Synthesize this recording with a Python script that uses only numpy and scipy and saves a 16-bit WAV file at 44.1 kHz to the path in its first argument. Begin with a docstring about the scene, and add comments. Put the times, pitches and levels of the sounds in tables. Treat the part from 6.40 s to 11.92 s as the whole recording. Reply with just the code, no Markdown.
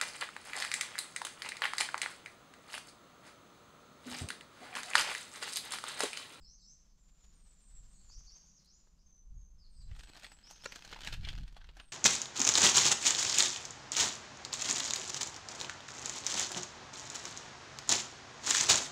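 """Plastic wrapping is rustled over a food tub: creases and larger folds buckle, and its walls resonate.
The tub also knocks, as a cluster of contacts excites its decaying modes.
Small birds whistle in gliding, warbling tones, scattered by branches and by the far forest.
Behind them a wood fire hisses and pops as filtered noise, a breeze rumbles as low turbulent noise on
the microphone, dull thumps come through the ground, and a far drone and still air fill the background."""
import sys
import numpy as np
from scipy import signal
from scipy.fft import rfft, irfft
from scipy.io import wavfile
from scipy.ndimage import uniform_filter1d

SR = 44100
rng = np.random.default_rng(int(sys.argv[2]) if len(sys.argv) > 2 else 0)


def bounce(signal):
    """Save signal as a 16-bit WAV file at the path given by the first command-line argument."""
    frames = np.transpose(np.atleast_2d(signal))
    limited = np.clip(frames, -1, 1)
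    pcm = np.round(limited * 32767).astype(np.int16)
    wavfile.write(sys.argv[1], SR, pcm)


N = 243431
TIME = np.arange(N) / SR  # s

# relative spectral density of creasing plastic: frequency_hz, density_db
PLASTIC = [(100, 6.5), (260, -1), (520, -6), (850, -1.5), (1100, -6), (1500, 1), (2200, -3.5), (3100, -1),
           (4400, -4), (6500, -10.5), (8200, -17), (10000, -25.5), (12500, -26.5), (16000, -34.5)]
# how hard the hand works the wrapping: time_s, relative_level_db
HANDLING = [(3.45, -77.5), (3.6, -68), (3.73, -64.5), (3.8, -66), (3.94, -76), (4.12, -68.5), (4.27, -66.5),
            (4.45, -61), (4.76, -58.5), (4.92, -60.5), (5.23, -78.5), (5.39, -76), (5.52, -85)]


def gain_of(db):
    """Level to amplitude: 20 dB is a factor of ten."""
    return 10 ** (np.asarray(db) / 20)


def evened(x):
    """Normalization of the mean power: scales to rms 1."""
    return x / np.sqrt(np.mean(x ** 2) + 1e-30)


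def read(points, hz):
    """Spectral envelope: interpolates decibels on a log-frequency axis."""
    f, value = np.transpose(points)
    return np.interp(np.log(hz + 1), np.log(f), value)


def follow(rows, axis=1):
    """Slow envelope: one column of a curve, interpolated at every sample."""
    rows = np.asarray(rows)
    return np.interp(TIME, rows[:, 0], rows[:, axis])


def add(mix, s, sound):
    """Superposition: adds a sound at time s, in place."""
    part = mix[max(round(s * SR), 0):][:len(sound)]
    part += sound[:len(part)]


def noise(colour):
    """Spectral shaping of white noise, to rms 1."""
    spectrum = rfft(rng.standard_normal(N))
    hz = np.fft.rfftfreq(N, 1 / SR)
    return evened(irfft(spectrum * gain_of(read(colour, hz)), N))


def wander(hz):
    """Low-passed random fluctuation of rms 1, up to about hz."""
    f = np.fft.rfftfreq(N, 1 / SR)
    return evened(irfft(rfft(rng.standard_normal(N)) / (1 + (f / hz) ** 4), N))


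def coloured(x, colour, size=2048):
    """Minimum-phase filter: causal, so a click rings only after it lands."""
    hz = abs(np.fft.fftfreq(size, 1 / SR))
    log_gain = np.log(gain_of(read(colour, hz)))
    # the Hilbert transform of the log gain gives the minimum phase
    ring = np.fft.ifft(np.exp(np.conj(signal.hilbert(log_gain)))).real
    return signal.fftconvolve(x, ring[:size // 2])[:len(x)]


def band(x, hz, kind, order=2):
    """Butterworth low-pass or high-pass: maximally flat in its passband."""
    sections = signal.butter(order, min(hz, SR / 2 - 1), kind, fs=SR, output="sos")
    return signal.sosfilt(sections, x)


def echoes(x, t60, rise):
    """Diffuse scattering: dense reflections swell over rise seconds and decay exponentially."""
    t = np.arange(SR) / SR
    tail = rng.standard_normal(SR) * gain_of(-60 * t / t60) * (1 - np.exp(-t / rise))
    return signal.fftconvolve(x, tail / np.linalg.norm(tail))[:N]


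def air(level_db=-85):
    """Stationary broadband noise of still forest air."""
    # relative spectral density: frequency_hz, density_db
    air_colour = [(150, -7), (300, 0.5), (450, -1), (780, -6), (1080, -4), (1700, -15.5), (3000, -25.5),
                  (7000, -9.5), (9500, -25.5), (13000, -26), (16000, -30.5)]
    return gain_of(level_db) * noise(air_colour)


def drone(level_db=-76, waver_db=1.4):
    """Low-frequency noise of the distance, with a slow random amplitude modulation."""
    # relative spectral density: frequency_hz, density_db
    drone_colour = [(40, -16), (90, -13.5), (150, -3), (200, -4), (250, -15), (330, -22), (600, -46)]
    return gain_of(level_db + waver_db * wander(5.6)) * noise(drone_colour)


def breeze(level_db=-3.5, fine_db=-6, growth=1.0, lull_db=6, lull_waver_db=2.1):
    """Turbulent pressure on the microphone: strong gusts break into finer eddies."""
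    # relative spectral density of the large eddies: frequency_hz, density_db
    buffet_colour = [(10, -3), (22, 3), (40, 2.5), (60, -6), (100, -26.5), (150, -28.5), (220, -37),
                     (320, -68.5), (600, -85)]
    # gusts: crest_s, half_length_s, relative_level_db
    gust_rows = [(1.388, 0.093, -48.5), (1.788, 0.079, -46.5), (2.95, 0.096, -44), (3.51, 0.14, -42.5),
                 (4.832, 0.16, -37.5), (5.014, 0.043, -37.5), (5.244, 0.13, -49)]
    # breeze between gusts: time_s, relative_level_db
    lull = [(0.0, -60), (0.32, -69), (1.7, -59), (2.27, -72), (3.4, -56), (4.04, -70.5), (4.98, -51),
            (5.52, -66)]
    eddies = noise(buffet_colour)
    eddies /= np.sqrt(uniform_filter1d(eddies ** 2, size=3000) + 0.064)  # the wind sets the strength
    fine = band(rng.standard_normal(N), 80, "high", order=4)
    fine = evened(band(fine, 115.3, "low", order=4))
    gusts = sum(gain_of(db) * np.exp(-((TIME - s) / half) ** 2) for s, half, db in gust_rows)
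    between = gain_of(follow(lull) + lull_db + lull_waver_db * wander(7.5))
    wind = np.hypot(gusts, between)
    fine_share = gain_of(fine_db) * (wind / wind.max()) ** growth
    return gain_of(level_db) * wind * (eddies + fine_share * fine)


def thumps(cycles=0.83):
    """Heavily damped low oscillation through the ground: a couple of cycles, soon lost in the soil."""
    # thumps: centre_s, envelope_peak_db, pitch_hz
    thump_rows = [(2.984, -47.5, 70.6), (3.522, -38.5, 79)]
    out = np.zeros(N)
    for s, db, hz in thump_rows:
        turns = (TIME - s) * hz
        out += gain_of(db) * np.exp(-(turns / cycles) ** 2) * np.sin(2 * np.pi * turns)
    return out


def fire(waver_db=-2.03, pop_t60=0.023, spark_t60=0.021):
    """Jet noise and impulses: steam hisses from the wood, small pockets burst as pops and ticks."""
    # hiss strength before its random waver: time_s, level_db
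    hiss_level = [(0, -83.5), (.2, -87), (.45, -81), (.65, -81.5), (.85, -75), (1.1, -75.5), (1.6, -75),
                  (1.95, -75), (2.2, -78.5), (2.45, -82), (2.75, -85.5), (3.1, -88.5), (3.45, -79),
                  (5.52, -88)]
    # relative spectral density of the hiss: frequency_hz, density_db
    hiss_colour = [(150, -6.5), (450, -0.5), (680, 0), (860, -4), (1080, 0.5), (2000, -3.5), (3000, -2.5),
                   (4400, -1), (7000, 0.5), (8200, -11), (9500, -16), (13000, -18), (16000, -29)]
    # soft pops: start_s, peak_db, pitch_hz
    pop_rows = [(1.698, -58.5, 1540), (1.807, -64.5, 1290), (1.88, -67, 1060), (1.963, -70, 1000),
                (2.039, -68, 800), (2.472, -65, 1060)]
    # thin ticks of sparks: start_s, peak_db
    spark_rows = [(2.247, -62), (2.258, -63), (2.765, -70)]
    out = gain_of(follow(hiss_level) + waver_db * wander(29)) * noise(hiss_colour)
    t = np.arange(SR // 10) / SR
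    for s, db, hz in pop_rows:
        burst = rng.standard_normal(len(t)) * gain_of(-60 * t / pop_t60)
        pop = band(band(burst, hz * 1.15, "low", order=4), hz * 0.6, "high")
        add(out, s, gain_of(db) * pop / abs(pop).max())
    for s, db in spark_rows:
        burst = rng.standard_normal(len(t)) * gain_of(-60 * t / spark_t60)
        tick = band(band(burst, 6500, "high"), 7300, "low")
        add(out, s, gain_of(db) * tick / abs(tick).max())
    return out


def note(length, from_hz, to_hz, db, ease, warble_hz, swell_db,
         warble_rate_hz=170, flutter_rate_hz=60, flutter_db=2.8):
    """Frequency modulation: a warbling glide that levels off if ease exceeds 1; swell tilts its level."""
    u = np.linspace(0, 1, round(length * SR))  # progress through the note
    warble, flutter = (evened(band(rng.standard_normal(SR // 3), hz, "low"))[-len(u):]
                       for hz in (warble_rate_hz, flutter_rate_hz))
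    glide = to_hz + (from_hz - to_hz) * (1 - u) ** ease
    pitch_hz = glide + warble_hz * warble
    whistle = evened(np.sin(2 * np.pi * np.cumsum(pitch_hz) / SR))
    loudness = gain_of(db + swell_db * (u - .5) + flutter_db * flutter)
    return loudness * signal.windows.tukey(len(u), .25) * whistle


def birds(direct_db=-6, branches_db=-5, forest_db=-4.0, count=3):
    """Multiple scattering of song from a few perches: branches smear it, far trunks carry it on."""
    # rising chirps, each sung twice: start_s, from_hz, to_hz, relative_level_db
    chirp_pairs = [(0.036, 4810, 6380, -62), (1.686, 4170, 6515, -60), (4.026, 4750, 6510, -60)]
    # thin whistles that mostly sink and level off: start_s, length_s, from_hz, to_hz, relative_level_db
    whistles = [(0.922, .2, 8850, 7900, -75.5), (1.073, 0.16, 7260, 7280, -72),
                (1.196, .19, 8750, 7590, -69), (1.467, 0.23, 8810, 6990, -69.5),
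                (2.61, 0.18, 6524, 6020, -69.5), (2.935, 0.14, 6740, 6100, -72.5),
                (3.289, .175, 8700, 7520, -74.5), (3.528, 0.18, 8700, 7770, -72.5),
                (3.805, 0.15, 8570, 7640, -68), (5.366, 0.18, 9150, 7980, -73.5)]
    # quick, nearly straight slurs: start_s, length_s, from_hz, to_hz, relative_level_db, warble_hz
    slurs = [(0.009, 0.064, 5170, 3960, -70.5, 100), (0.175, 0.058, 5070, 3835, -68.5, 100),
             (0.492, .04, 5220, 4200, -83.5, 50), (1.343, 0.055, 7700, 7170, -65.5, 70),
             (1.525, 0.043, 7540, 6300, -68.5, 50), (1.687, .03, 7030, 5600, -61.5, 60),
             (1.845, .03, 6820, 5180, -61.5, 60), (1.99, 0.1, 5500, 7000, -73, 130),
             (2.065, 0.042, 7260, 5540, -66, 35), (2.144, .062, 6940, 3950, -68, 25),
             (2.24, 0.13, 3724, 7600, -68, 25.2), (2.365, 0.037, 7370, 6830, -73.5, 60),
             (2.584, 0.029, 4470, 6500, -72.5, 70), (3.176, 0.096, 5420, 3980, -70, 140),
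             (3.388, .055, 5000, 3960, -67.5, 120)]
    # faint buzzy trills on one pitch: start_s, length_s, pitch_hz, relative_level_db
    trills = [(0, 0.034, 7500, -73.5), (.19, 0.16, 7460, -77.5), (0.568, 0.26, 7220, -77),
              (0.806, .12, 7000, -73.5), (1.537, .12, 4410, -78.5), (3.354, .04, 4870, -70)]
    chirp_s, chirp_step_s = .122, .177
    perches = np.zeros((count, N))
    for k, (s, *row) in enumerate(chirp_pairs):
        for start in (s, s + chirp_step_s):
            chirp = note(chirp_s, *row, ease=1.6, warble_hz=110, swell_db=-3.5, warble_rate_hz=220)
            add(perches[k % count], start, chirp)
    for k, (s, *row) in enumerate(whistles):
        add(perches[k % count], s, note(*row, ease=1.4, warble_hz=45, swell_db=5.5))
    for k, (s, *row, warble_hz) in enumerate(slurs):
        add(perches[k % count], s, note(*row, ease=1.05, warble_hz=warble_hz, swell_db=-3))
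    for k, (s, length, hz, db) in enumerate(trills):
        add(perches[k % count], s, note(length, hz, hz, db, ease=1, warble_hz=160, swell_db=-5.5))
    out = np.zeros(N)
    for song in perches:
        out += gain_of(direct_db) * song
        out += gain_of(branches_db) * echoes(song, t60=.25, rise=0.0032)
        out += gain_of(forest_db) * echoes(song, t60=.76, rise=0.0098)
    return out


def knock(level_db=0, crack_db=-10, crack_t60=0.011):
    """Modal excitation: each contact cracks briefly and sets the hollow tub's modes ringing."""
    # contacts in a quick cluster: start_s, ring_peak_db
    blows = [(4.2549, -40), (4.2583, -27), (4.2605, -31)]
    # modes of the tub: frequency_hz, relative_level_db, t60_s
    modes = [(390, -11, 0.039), (550, -0.5, 0.02), (1050, -6, 0.027), (1405, 0, 0.024), (1663, -2.5, 0.034),
             (1890, -4, .02), (2410, -4, 0.019), (2770, -7, 0.022), (4000, -2, 0.011), (4455, -7.5, 0.025),
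             (5130, -8, .012), (6060, -11, .012), (6920, 0, 0.0078), (7760, -10, 0.012)]
    out, t = np.zeros(N), np.arange(SR // 8) / SR
    ring = np.zeros(len(t))
    for k, (hz, db, t60) in enumerate(modes):
        ring += (-1) ** k * gain_of(db - 60 * t / t60) * np.sin(2 * np.pi * hz * t)
    ring /= abs(ring).max()
    for s, blow_db in blows:
        crack = coloured(rng.standard_normal(len(t)) * gain_of(-60 * t / crack_t60), PLASTIC)
        contact = ring + gain_of(crack_db) * crack / abs(crack).max()
        add(out, s, gain_of(blow_db + level_db) * contact)
    return out


def effort(arrive_s=0.059):
    """Amplitude envelope of the handling: silent until the hand arrives, with a brief rest."""
    pause_s, pause_half_s, pause_db = 4.8, 0.043, -11.5  # the hand rests between two pulls
    rest_db = pause_db * np.exp(-((TIME - pause_s) / pause_half_s) ** 2)
    arrival = np.clip((TIME - HANDLING[0][0]) / arrive_s, 0, 1)
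    return gain_of(follow(HANDLING) + rest_db) * arrival


def ripple(colour, depth_db, count=40):
    """Random spectral variation: chance peaks and dips, as every fold has its own shape."""
    hz = np.geomspace(200, 16000, count)
    return np.transpose([hz, read(colour, hz) + depth_db * rng.standard_normal(count)])


def snap(s, db, bass_db, treble_db, length, lead_db=-14, lead_t60=0.088, rise=0.0005,
         ring_t60=0.15, ring_db=-17, tilt=0.84):
    """Buckling: a fold creeps, gives way in a burst of cracks of its own colour, then shivers briefly."""
    t = (np.arange(SR // 8) - SR // 40) / SR  # the fold gives way at t = 0
    after = np.maximum(t, 0)
    burst = gain_of(-60 * after / max(length, .002)) + gain_of(ring_db - 60 * after / ring_t60)
    creep = gain_of(lead_db - 60 * abs(t) / lead_t60)
    shape = (1 - np.exp(-after / rise)) * burst + creep
    unevenness = gain_of(3.1 * rng.standard_normal(len(t)))
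    cracks = shape * rng.standard_normal(len(t)) * unevenness
    # spectral tilt of this fold: frequency_hz, change_db
    lean = [(200, -3), (900, min(tilt * bass_db, 9)), (2200, 1.5), (3500, 1.5), (8000, tilt * treble_db)]
    leaning = [(hz, density_db + read(lean, hz)) for hz, density_db in PLASTIC]
    sound = coloured(cracks, ripple(leaning, depth_db=3))
    peak = np.sqrt(uniform_filter1d(sound ** 2, size=130).max())  # highest short-time rms
    return s + t[0], gain_of(db) * sound / peak


def snaps(level_db=-9, small_db=7, small_spread_db=2, small_treble_db=3, small_s=0.028, count=24):
    """Sudden release of strain: large folds snap, small ones scatter with the effort of the hand."""
    # large folds: start_s, relative_peak_db, bass_db, treble_db, decay_s
    large_folds = [(3.513, -50, -21, -41, 0.017), (3.563, -49.5, -16, -25, 0.026),
                   (3.593, -45, -23, -26, 0.033), (3.634, -47, -31, -23, 0.022),
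                   (3.754, -44.5, -4, -31, 0.016), (3.772, -44, -6, -30, 0.026),
                   (3.796, -46, -21, -23, 0.019), (3.833, -41.5, -17, -30, 0.023),
                   (3.844, -36.5, -27.5, -34.5, 0.029), (3.865, -42, -17, -28, 0.015),
                   (3.918, -43, -15, -24, 0.014), (4.11, -39.5, -9, -14.5, 0.0099),
                   (4.243, -37.5, -25, -22, 0.015), (4.321, -34.5, -24.5, -34.5, 0.026),
                   (4.358, -34.5, -24, -29, 0.022), (4.448, -39.5, -8, -26, 0.026),
                   (4.491, -48, -28, -33, 0.029), (4.527, -33, -24.5, -41.5, 0.04),
                   (4.561, -37, -17, -49, 0.056), (4.633, -37, -33, -43, 0.037),
                   (4.647, -34, -24, -29, 0.036), (4.673, -25.5, -27.5, -37, 0.012),
                   (4.726, -31.5, -31.5, -35.5, 0.054), (4.738, -34.5, -39, -35, 0.028),
                   (4.849, -32.5, -44, -45, 0.014), (4.872, -40.5, -11, -33, 0.064),
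                   (4.887, -29, -61, -43, 0.039), (5.127, -59, -11, -20, 0.026),
                   (5.166, -41.5, -2, -35, 0.039), (5.212, -48.5, -27, -46, 0.038),
                   (5.242, -48, -24, -40, 0.03), (5.289, -45.5, -17, -45, 0.045),
                   (5.368, -44.5, -6, -27, 0.038), (5.398, -38, -18, -41, 0.03)]
    even_bass_db, even_treble_db = -22.5, -35.5  # reference values of the plain plastic colour
    large, small = np.zeros((2, N))
    for s, db, bass, treble, length in large_folds:
        add(large, *snap(s, db + level_db, bass - even_bass_db, treble - even_treble_db, length))
    slots, step = np.linspace(HANDLING[0][0], HANDLING[-1][0], count, endpoint=False, retstep=True)
    for s in slots:
        db = small_db + small_spread_db * rng.standard_normal()
        add(small, *snap(s + step * rng.random(), db, 0, small_treble_db, small_s))
    return large + effort() * small


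def rustle(creases_per_s=750, spread_db=7.5, crease_t60=0.0094, rub=0.38, level_db=3,
           walls_db=-3, fizz_db=-18, count=30):
    """Random impulses exciting resonators: tiny creases buckle in clumps and ring the tub's walls."""
    # resonances of the tub under the wrapping: frequency_hz, width_hz, relative_level_db
    wall_modes = [(720, 43, -16.5), (1640, 66, -31), (2160, 40, -2), (2550, 43, 5), (3110, 170, -18),
                  (4020, 360, -6.5)]
    film, t = np.zeros(N), np.arange(SR // 80) / SR
    for _ in range(count):  # one crease shape per pass
        size_db = spread_db * np.minimum(rng.exponential(1, N), 3.5)
        size = gain_of(size_db) * rng.choice([-1, 1], N)
        happens = rng.random(N) < creases_per_s / count / SR
        crease = evened(rng.standard_normal(len(t)) * gain_of(-60 * t / crease_t60))
        film += signal.oaconvolve(size * happens, crease)[:N]
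    film = evened(evened(coloured(film, PLASTIC)) + rub * noise(PLASTIC))
    film *= gain_of(1.5 * wander(45))  # clumps
    walls = np.zeros(N)
    for hz, width, db in wall_modes:
        walls += gain_of(db) * signal.lfilter(*signal.iirpeak(hz, hz / width, fs=SR), film)
    body = band(film, 10130, "low", order=6) + gain_of(walls_db) * walls
    fizz = evened(band(film, 10100, "high", order=4))
    return effort() * (gain_of(level_db) * body + gain_of(fizz_db) * fizz)


def scene():
    """Superposition of all sources; ground and trees faintly scatter the near ones, equal in both channels."""
    near = rustle() + snaps() + knock()
    scatter = gain_of(-15.0) * echoes(near, t60=0.47, rise=0.00083)
    background = air() + drone() + breeze() + thumps() + fire()
    mid = near + scatter + birds() + background
    return np.array([mid, mid])


def record(dry):
    """Band limiting: the recorder passes only what lies below its upper edge."""
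    edge = signal.firwin(511, 15750, window=("kaiser", 9), fs=SR)  # cutoff in Hz
    return signal.oaconvolve(dry, edge[None], "same")


dry = scene()
out = record(dry)
bounce(out)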